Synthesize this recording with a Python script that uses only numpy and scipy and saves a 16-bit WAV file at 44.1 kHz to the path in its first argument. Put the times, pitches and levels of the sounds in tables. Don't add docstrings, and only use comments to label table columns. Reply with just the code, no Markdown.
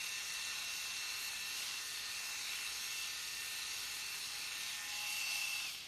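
import sys
import numpy as np
from scipy import signal
from scipy.fft import rfft, irfft
from scipy.io import wavfile
from scipy.ndimage import uniform_filter1d

SR = 44100
rng = np.random.default_rng(int(sys.argv[2]) if len(sys.argv) > 2 else 0)


def file_out(sig):
    cols = np.atleast_2d(sig).T
    lim = np.clip(cols, -1, 1)
    pcm = np.round(lim * 32767).astype(np.int16)
    wavfile.write(sys.argv[1], SR, pcm)


def level_to_linear(level):
    exponent = np.asarray(level, float) / 20
    return 10 ** exponent


N = 259119
TEETH, CLAPS = 26, 6
MOTOR_ORDER = 4.52

# (time [s], share [0-1])
FACING = [
    (0, 0),
    (4.6, 0),
    (5.0, 0.97),
    (5.88, 0.9),
]
# (time [s], loss [dB], half length [s])
HIDDEN = [
    (1.3, -6, 0.099),
    (1.9, 12, 0.14),
    (2.5, -1.5, 0.86),
    (3.3, 10.5, 0.27),
    (4.2, 3.5, 0.17),
    (4.43, -1, 0.076),
    (1, 0, 0.13),
    (5.63, -0.5, 0.12),
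    (5.2, 6, 0.12),
]


def rms_one(x):
    return x / np.sqrt(np.mean(x ** 2) + 1e-20)


def in_time(rows, at):
    s, *columns = np.transpose(rows)
    return [np.interp(at, s, c) for c in columns]


def at_hz(points, hz):
    point_hz, level_db = np.array(points).T
    return np.interp(np.log(hz + 1), np.log(point_hz), level_db)


def bell(hz, mid_hz, width_hz):
    return np.exp(-.5 * ((hz - mid_hz) / width_hz * 2) ** 2)


def bumps(rows, at):
    return sum(height * np.clip(1 - abs(at - s) / half_s, 0, 1) for s, height, half_s in rows)


def drift(rate):
    r = np.exp(-80 * np.pi * rate / SR)
    slow = signal.lfilter([1], [1, -2 * r, r * r], rng.standard_normal(N // 40 + 2002))[2000:]
    return np.interp(np.arange(N) / 40, np.arange(len(slow)), rms_one(slow))


def per_turn(turns, size):
    pattern = np.resize(rng.standard_normal(size), size + 1)
    return np.interp(turns % 1 * size, np.arange(size + 1), pattern)


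def coasting(at):
    switch_off_s, halving_s = 5.675, .19
    knee_s = .013
    return 1 / (1 + knee_s * np.logaddexp(0, (at - switch_off_s) / knee_s) / halving_s)


def drive(s):
    # (time [s], mesh rate [Hz])
    pressure = [(0.05, 904), (.25, 901.5), (.4, 899.3), (.6, 903.6), (.75, 906.6), (1.05, 897),
                (1.2, 902.2), (1.55, 903.3), (1.75, 903.3), (2.1, 901.1), (2.4, 896.3), (2.95, 896),
                (3.1, 895.4), (3.45, 906), (3.7, 898.7), (3.9, 895.9), (4.3, 897.9), (4.5, 898.6),
                (4.7, 905.2), (4.9, 899.5), (5.0, 900), (5.18, 900.5), (5.35, 898.9), (5.5, 893.3),
                (5.88, 900)]
    # (time [s], mesh drop [Hz], half length [s])
    snags = [
        (.14, 11, .07),
        (.88, 5, 0.06),
        (1.37, 30, .12),
        (2.33, 5, 0.059),
        (2.7, 7, .07),
        (3.0, 3, .05),
        (3.58, 14, 0.061),
        (4.4, 15, .09),
        (5.665, 10, .05),
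    ]
    mesh_hz = (in_time(pressure, s)[0] - bumps(snags, s)) * coasting(s)
    turns = np.cumsum(uniform_filter1d(mesh_hz, size=1300)) / SR / TEETH
    notch_s = 5.459
    return mesh_hz, turns - turns[int(notch_s * SR)] + .5


def contacts(turns, repeat, clap_db, wobble_db, grain_db):
    clap = np.pi * CLAPS * turns
    gate_db = clap_db * (.8 * np.cos(2 * clap) + np.cos(clap) + .4 * np.cos(4 * clap))
    gate_db = gate_db + wobble_db * per_turn(turns, size=13)
    low_hz, high_hz = 5600, 11000
    fresh = np.zeros(N)
    for edge, kind in ((low_hz, "low"), ((low_hz, high_hz), "band"), (high_hz, "high")):
        part = signal.butter(4, edge, kind, fs=SR, output="sos")
        grains = level_to_linear(gate_db + grain_db * drift(155)) * rng.standard_normal(N)
        fresh += signal.sosfilt(part, grains)
    fine_marks = signal.butter(4, 1600, "high", fs=SR, output="sos")
    marks = signal.sosfilt(fine_marks, per_turn(turns, size=1200))
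    return np.sqrt(1 - repeat) * rms_one(fresh) + np.sqrt(repeat) * rms_one(marks)


def rattle_levels(at, facing):
    # (time [s], rattle level [dB], upper casing uncovered [dB])
    grip = [(0, -0.5, 2), (.5, 1, 1), (.85, 0.5, 0), (1.2, 0.5, 1), (1.45, 0.5, -2), (1.6, 1.5, 2),
            (2.0, 0, -1.5), (2.3, 0, 2.5), (2.7, 0.5, -0.5), (3.0, 0.5, 1), (3.25, 0, 0), (3.5, 0.5, -1),
            (4.1, 0.5, -0.5), (4.5, 0, -1), (4.7, 0, 0.5), (4.85, -0.5, 0), (5.3, 1.5, 2.5), (5.7, 0, 0)]
    # (on skin [dB], in air [dB], share of the uncovering, power of speed, loose parts rattle on [s])
    regions = [
        (-54.5, -52, .3, 1.07, .005),
        (-49.5, -49.5, -0.3, 1.45, 0.03),
        (-51.5, -53.5, 1., 1.5, 0.02),
        (-54.5, -52, -0.15, 2.02, 0.033),
    ]
    # (time [s], top region lift [dB], half length [s])
    plucks = [(.1, 1.5, 0.054), (.68, -1, .1), (1.23, 4, 0.072), (2.25, 4, 0.11), (2.55, 3, 0.11),
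              (3.05, 2.5, 0.11), (3.52, 2, 0.044), (4.45, 0.5, 0.11), (1.6, 1.5, .1), (4.62, 1, .06),
              (3.8, 2, 0.063)]
    # (time [s], loss [dB], half length [s])
    lift_off = [
        (4.83, 5.5, 0.12),
    ]
    level_db, uncovered_db = in_time(grip, at)
    levels = []
    for skin_db, air_db, share, power, lag_s in regions:
        aim_db = skin_db + (air_db - skin_db) * facing
        speed_db = power * 20 * np.log10(coasting(at - lag_s))
        levels.append(aim_db + level_db + share * uncovered_db + speed_db)
    stubble_db = 1 * np.interp(at * SR, np.arange(N), drift(6.))
    hidden_db = -.16 * bumps(HIDDEN, at)
    return np.array(levels) + [hidden_db, -bumps(lift_off, at), 0 * at, bumps(plucks, at) + stubble_db]


def casing(x, patchy_db, low_trim_db):
    # (frequency [Hz], level [dB per Hz])
    on_skin = [(290, -49), (500, -22), (1440, -7.5), (1640, -10.5), (1750, -9.5), (2660, 0), (3060, -7.5),
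               (4220, -7.5), (4920, -10.5), (6500, -8), (7580, -11.5), (9090, -7), (14000, -16.5)]
    # (frequency [Hz], level [dB per Hz])
    in_air = [(290, -78), (500, -30.5), (815, -17.5), (963, -25), (1030, -18), (1570, -16.5), (2450, -6),
              (2660, 3.5), (3020, -7), (5420, -10.5), (7480, -18), (9090, -21.5), (14000, -26.5)]
    # (frequency [Hz], width [Hz], on skin [dB], in air [dB])
    resonances = [(2582, 550, -2, -7.5), (4270, 610, -0.2, 0.5), (4564, 280, 1.5, 4), (3010, 220, -2, 0),
                  (5340, 500, 3.5, 4), (6530, 580, 2.5, 3.5), (8930, 600, 0, 6), (10020, 480, 1.5, 2),
                  (11570, 1300, 3.5, 6.5), (14040, 390, 6, 4), (5080, 270, -0.5, -2), (7590, 260, -1, -2),
                  (10440, 260, -4.5, -5), (13400, 460, 3, 5.5), (1870, 220, 1, -3.5),
                  (12830, 550, 5.5, 2.5)]
    # (time [s], resonance [Hz], lift [dB])
    pocket = [(0.0, 4000, 4.5), (.3, 4100, 4), (.65, 3980, 6.5), (.85, 4000, 2.5), (1.05, 4150, 6.5),
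              (1.45, 4250, 5), (1.6, 4050, -1.5), (1.85, 4300, 3.5), (2.0, 4500, 3.5), (2.2, 4000, 0.5),
              (2.43, 4212, 7), (2.6, 4000, 0), (2.8, 4260, 4.5), (2.97, 4205, 1.5), (3.12, 3870, 3),
              (3.25, 4400, 2.5), (3.45, 4300, 1.5), (3.6, 4060, 3.5), (3.8, 4270, 2.5), (4.1, 4327, 5),
              (4.25, 4048, 3), (4.42, 4306, 6), (4.55, 3950, 3.5), (4.66, 3840, 1.5), (4.76, 3850, 5),
              (4.8, 3794, 0)]
    regions_hz = (2300, 4200, 6200, 10000)
    # (time [s], frequency [Hz], lift [dB], half length [s], width [Hz])
    panels = [(.3, 2950, -2, 0.27, 420), (0.34, 2200, -2.5, 0.27, 400), (.98, 4500, 1.5, .07, 170),
              (1.1, 4480, 2, 0.33, 250), (1.1, 3650, 3.5, .15, 330), (1.7, 2400, -4, 0.41, 350),
              (2, 3650, 2, 0.13, 340), (2.1, 4600, 2, .15, 300), (3, 4000, -4, .12, 220),
              (4.15, 1800, 1.5, .2, 660), (6.4, 4550, -2, .1, 300), (5.47, 4550, -3.5, 0.11, 300),
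              (2.9, 2250, 2, 0.58, 400), (3.1, 1650, -4.5, 0.58, 140), (3.15, 4600, 2.5, .25, 360),
              (3.1, 5400, -4, .15, 400), (3.8, 1650, -4, .35, 160), (4.35, 3200, 2, 0.26, 370),
              (4.66, 3800, 4, 0.11, 180), (4.7, 2200, 3.5, 0.22, 550), (5.3, 1600, -3.5, .25, 200),
              (5.27, 4550, 4, .08, 200), (5.14, 4650, 5, .05, 200), (5.05, 5550, 3, .07, 250),
              (5.2, 2200, 2.5, 0.18, 450), (1.8, 1400, 2, .15, 400), (5.3, 4700, 1, .2, 250),
              (4.4, 4600, 4, .06, 280), (6.8, 4000, 1.5, .3, 440), (5.72, 1850, -7.5, 0.17, 310),
              (6.6, 450, -4, .45, 170)]

    hz, s, frames = signal.stft(x, SR, nperseg=1024, noverlap=768)
    facing, = in_time(FACING, s)
    colours = np.array([at_hz(on_skin, hz), at_hz(in_air, hz)])
    for mid_hz, width_hz, *lift_db in resonances:
        colours += np.outer(lift_db, bell(hz, mid_hz, width_hz))
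    shape_db = np.outer(colours[0], 1 - facing) + np.outer(colours[1], facing)

    pocket_hz, pocket_db = in_time(pocket, s)
    dip = .45 * bell(hz[:, None], 4930, 300)
    shape_db += pocket_db * (1 - facing) * (bell(hz[:, None], pocket_hz, 550) - dip)

    levels = rattle_levels(s, facing)
    levels[0] += low_trim_db
    place = np.interp(np.log(hz + 1), np.log(regions_hz), np.arange(4))
    for k, level_db in enumerate(levels):
        weight = np.clip(1 - abs(place - k), 0, 1)
        own_db = 10 * np.log10(weight @ level_to_linear(shape_db) ** 2 / len(hz))
        shape_db = shape_db + np.outer(weight, level_db - own_db)
    for at_s, mid_hz, lift_db, half_s, width_hz in panels:
        shape_db += np.outer(bell(hz, mid_hz, width_hz), bumps([(at_s, lift_db, half_s)], s))

    patches = rng.standard_normal(frames.shape)
    for axis, size in ((0, 7), (0, 7), (1, 20), (1, 20)):
        patches = uniform_filter1d(patches, size=size, axis=axis)
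    depth_db = patchy_db * (1 + .3 * (hz[:, None] / regions_hz[-1]) ** 2)
    coloured = frames * level_to_linear(shape_db + depth_db * rms_one(patches))
    return signal.istft(coloured, SR, nperseg=1024, noverlap=768)[1][:N]


def mesh_levels(at):
    # (time [s], third multiple [dB], second multiple [dB])
    aim = [(0, -49.5, -65), (.17, -51, -59.5), (.9, -51, -62.5), (1.2, -50.5, -60), (1.45, -52.5, -60),
           (1.78, -50.5, -61.5), (1.85, -60, -58), (2.2, -51.5, -60.5), (2.65, -53, -62.5), (2.8, -60, -62),
           (3.0, -46.5, -59.5), (3.2, -62, -62), (3.4, -53.5, -57), (3.8, -56.5, -60.5), (4.15, -54, -65),
           (4.85, -55.5, -57.5), (5.03, -45, -64), (5.55, -44.5, -72)]
    # (time [s], loss of third multiple [dB], of second [dB], half length [s])
    slack_moments = [(1.184, -1, 20, 0.034), (1.673, 15, 5, 0.047), (1.728, -1, 11, 0.04),
                     (2.077, 12, -4.5, 0.079), (2.42, 13, 4, 0.082), (2.667, -7, -2, 0.072),
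                     (3.601, 0.5, 1.5, 0.076), (3.845, 6, 4, 0.041), (0.153, -3.5, -6.5, 0.055),
                     (0.255, 6, 7, 0.044), (3.975, -2, -2.5, 0.079), (.5, -0.5, -4, 0.083),
                     (0.997, -2, -1, 0.044), (1.47, -3.5, -3.5, 0.056), (1.62, -1, 7, 0.088),
                     (2.57, -2, -2, 0.046), (5.053, 1.5, 4, .06), (4.07, -1.5, 1, .06),
                     (4.556, -3, -2, .08), (4.972, 3, 0.5, 0.092), (5.16, 1.5, -1.5, 0.069),
                     (4.2, 4, 6, 0.05), (4.39, 11, -2, 0.08), (4.804, 15, -1.5, 0.083), (5.617, 2, -7, .02),
                     (5.646, -2.5, 0, .02), (5.74, 20.5, 1, 0.035)]
    slack = np.array(slack_moments)
    loss_db = [bumps(slack[:, [0, column, -1]], at) for column in (1, 2)]
    coast_db = 5.3 * 20 * np.log10(coasting(at - .02))
    unload_db = 6 * np.clip((at - 5.6) / .03, 0, 1)
    return in_time(aim, at) - np.array(loss_db) + coast_db - unload_db


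def whine(turns, third_db, second_db, facing, waver, flutter_db):
    # (time [s], once-a-turn run-out share [0-1])
    looseness = [
        (0, 0),
        (4.98, 0),
        (5.22, .2),
        (5.36, 1),
        (5.6, 1),
        (5.63, .2),
        (5.88, .2),
    ]
    angle = 2 * np.pi * turns
    loose, = in_time(looseness, np.arange(N) / SR)
    free = facing ** 6
    runout = 1 + (.15 + .22 * loose) * np.exp(-1j * (angle - .3))
    runout = runout - (.034 + .15 * free + .1 * loose) * np.exp(-2j * angle)
    runout = runout + (.087 + .06 * loose) * np.exp(1j * angle)
    runout = runout - (.06 + .12 * free) * np.exp(2j * angle)
    runout = runout + (.06 + .26 * free) * np.cos(3 * angle)
    out = level_to_linear(third_db - 17.5) * np.cos(14 * MOTOR_ORDER * angle + waver * drift(16.0))
    multiples = (
        (3, third_db - .5 * (1 - facing), runout, -14 + 2 * facing - 6 * loose, .5),
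        (2, second_db, 1, -8, .9),
    )
    for multiple, level_db, beat, neighbour_db, shake in multiples:
        mesh = np.exp(1j * (multiple * TEETH * angle + waver * drift(30.6)))
        tone = mesh * (beat + level_to_linear(neighbour_db) * np.exp(1j * MOTOR_ORDER * angle))
        out += level_to_linear(level_db + flutter_db * shake * drift(12)) * tone.real
    return np.sqrt(2) * out


def clap_levels(at, facing):
    fourth_db = -72.5 + (-60 + 72.5) * facing
    sixth_db = -68 + (-70 + 68) * facing
    sag_db = 12 * np.clip(at - FACING[2][0], 0, None)
    return fourth_db - sag_db - bumps(HIDDEN, at), sixth_db


def hum(turns, facing, running, flutter_db):
    # (multiple of drum turn, on skin [dB], in air [dB], share of fourth, share of sixth clap multiple)
    drum_orders = [(12, -79, -88, 0, 0), (13, -84, -90.5, 0, 0), (18, -90, -78, 0, 0), (14, -83, -92, 0, 0),
                   (20, -79.5, -74.5, 0, 0), (24, .5, 2.5, 1, 0), (25, -80.5, -71, 0, 0),
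                   (26, -78, -72, 0, 0), (30, .5, 3, .5, .5), (36, -.5, 2, 0, 1), (42, -1, -1, 0, 1)]
    # (time [s], order, lift [dB], half length [s])
    swells = [(.7, 12, -7, .15), (1.3, 12, 4, .35), (2.7, 12, 2, .3), (4.1, 12, 2, .15), (4.7, 12, -5, .3),
              (1.3, 26, 5, .12), (2.4, 26, 5, .3), (2.9, 26, 4, .15), (3.7, 26, 8, .15), (4.05, 26, 8, .12),
              (4.4, 26, 9, .16), (5.2, 26, 2, .3), (2.3, 24, 3, .2), (1.25, 30, 2, .1), (1.7, 30, 3, .1),
              (2.9, 30, 3, .12), (5.5, 30, -2, .15), (5.3, 25, -3, .4)]
    s = np.arange(N) / SR
    fourth_db, sixth_db = clap_levels(s, facing)
    out = np.zeros(N)
    for order, skin_db, air_db, fourth, sixth in drum_orders:
        level_db = skin_db + (air_db - skin_db) * facing + fourth * fourth_db + sixth * sixth_db
        level_db = level_db + flutter_db * (1 - 1.3 * facing) * drift(5)
        own_swells = [(at_s, db, half_s) for at_s, k, db, half_s in swells if k == order]
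        level_db = level_db + bumps(own_swells, s)
        waver = drift(9.0) * (.55 - .3 * facing)
        out += level_to_linear(level_db) * np.sin(2 * np.pi * order * turns + waver)
    return np.sqrt(2) * running ** 9.0 * out


def shop():
    # (frequency [Hz], level [dB per Hz])
    rumble = [(12, -57), (24, -22), (36, -6.5), (50, 2.5), (68, -1.5), (93, 2), (108, -0.5), (224, -3.5),
              (296, -2), (333, -4.5), (408, -4), (650, -15), (840, -22.5), (1430, -120)]
    hz = np.arange(N // 2 + 1) * SR / N
    air = irfft(rfft(rng.standard_normal(N)) * level_to_linear(at_hz(rumble, hz)), N)
    return level_to_linear(-68.5) * rms_one(air)


def scene():
    s = np.arange(N) / SR
    facing, = in_time(FACING, s)
    mesh_hz, turns = drive(s)
    chatter = contacts(turns, repeat=.12, clap_db=.8, wobble_db=.5, grain_db=1.1)
    rattle = casing(chatter, patchy_db=1.0, low_trim_db=3.5)
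    third_db, second_db = mesh_levels(s)
    tones = whine(turns, third_db, second_db, facing, waver=.12, flutter_db=1.2)
    tones = tones + hum(turns, facing, mesh_hz / 900, flutter_db=2.2)
    return np.tile(rattle + tones + shop(), (2, 1))


def phone_grain(x):
    # (frequency [Hz], step against the neighbourhood level [dB])
    coarseness = [(300, -14.), (2000, -6.), (3000, -1.), (5000, 2.), (7500, 4.), (10000, 6.5), (12000, 7.5),
                  (14000, 9.)]
    half = 1024
    n, k = np.arange(2 * half) + .5, np.arange(half) + .5
    window = np.sin(np.pi * n / half / 2)[:, None]
    basis = window * np.cos(np.pi / half * np.outer(n + half / 2, k)) * np.sqrt(2 / half)
    blocks = np.pad(x, (half, 2 * half - N % half)).reshape(-1, half)
    lines = np.hstack([blocks[:-1], blocks[1:]]) @ basis
    hz = k * SR / half / 2
    around = uniform_filter1d(uniform_filter1d(lines ** 2, size=120, axis=1), size=3, axis=0)
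    step = level_to_linear(at_hz(coarseness, hz)) * np.sqrt(around + 1e-20)
    lines = np.sign(lines) * np.floor(abs(lines) / step + .4) * step
    lines = lines * (hz < 14160)
    frames = lines @ basis.T
    return (frames[:-1, half:] + frames[1:, :half]).ravel()[:N]


def roll_off(x):
    return signal.sosfilt(signal.butter(12, 14500, fs=SR, output="sos"), x)


def record(dry):
    end_fade_s = .0015
    fade = np.clip((N - np.arange(N)) / SR / end_fade_s, 0, 1)
    split_s, split_hz, split_db = 5.3, (4150, 5350), -52
    swell = np.cos(np.pi / 2 * np.clip((np.arange(N) - split_s * SR) / 1024, -1, 1))
    split_band = signal.butter(6, split_hz, "band", fs=SR, output="sos")
    split = rms_one(signal.sosfilt(split_band, rng.standard_normal(N)))
    opposed = level_to_linear(split_db) * swell * split * [[1], [-1]]
    return roll_off(phone_grain(dry[0]) * fade + opposed)


dry = scene()
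out = record(dry)
file_out(out)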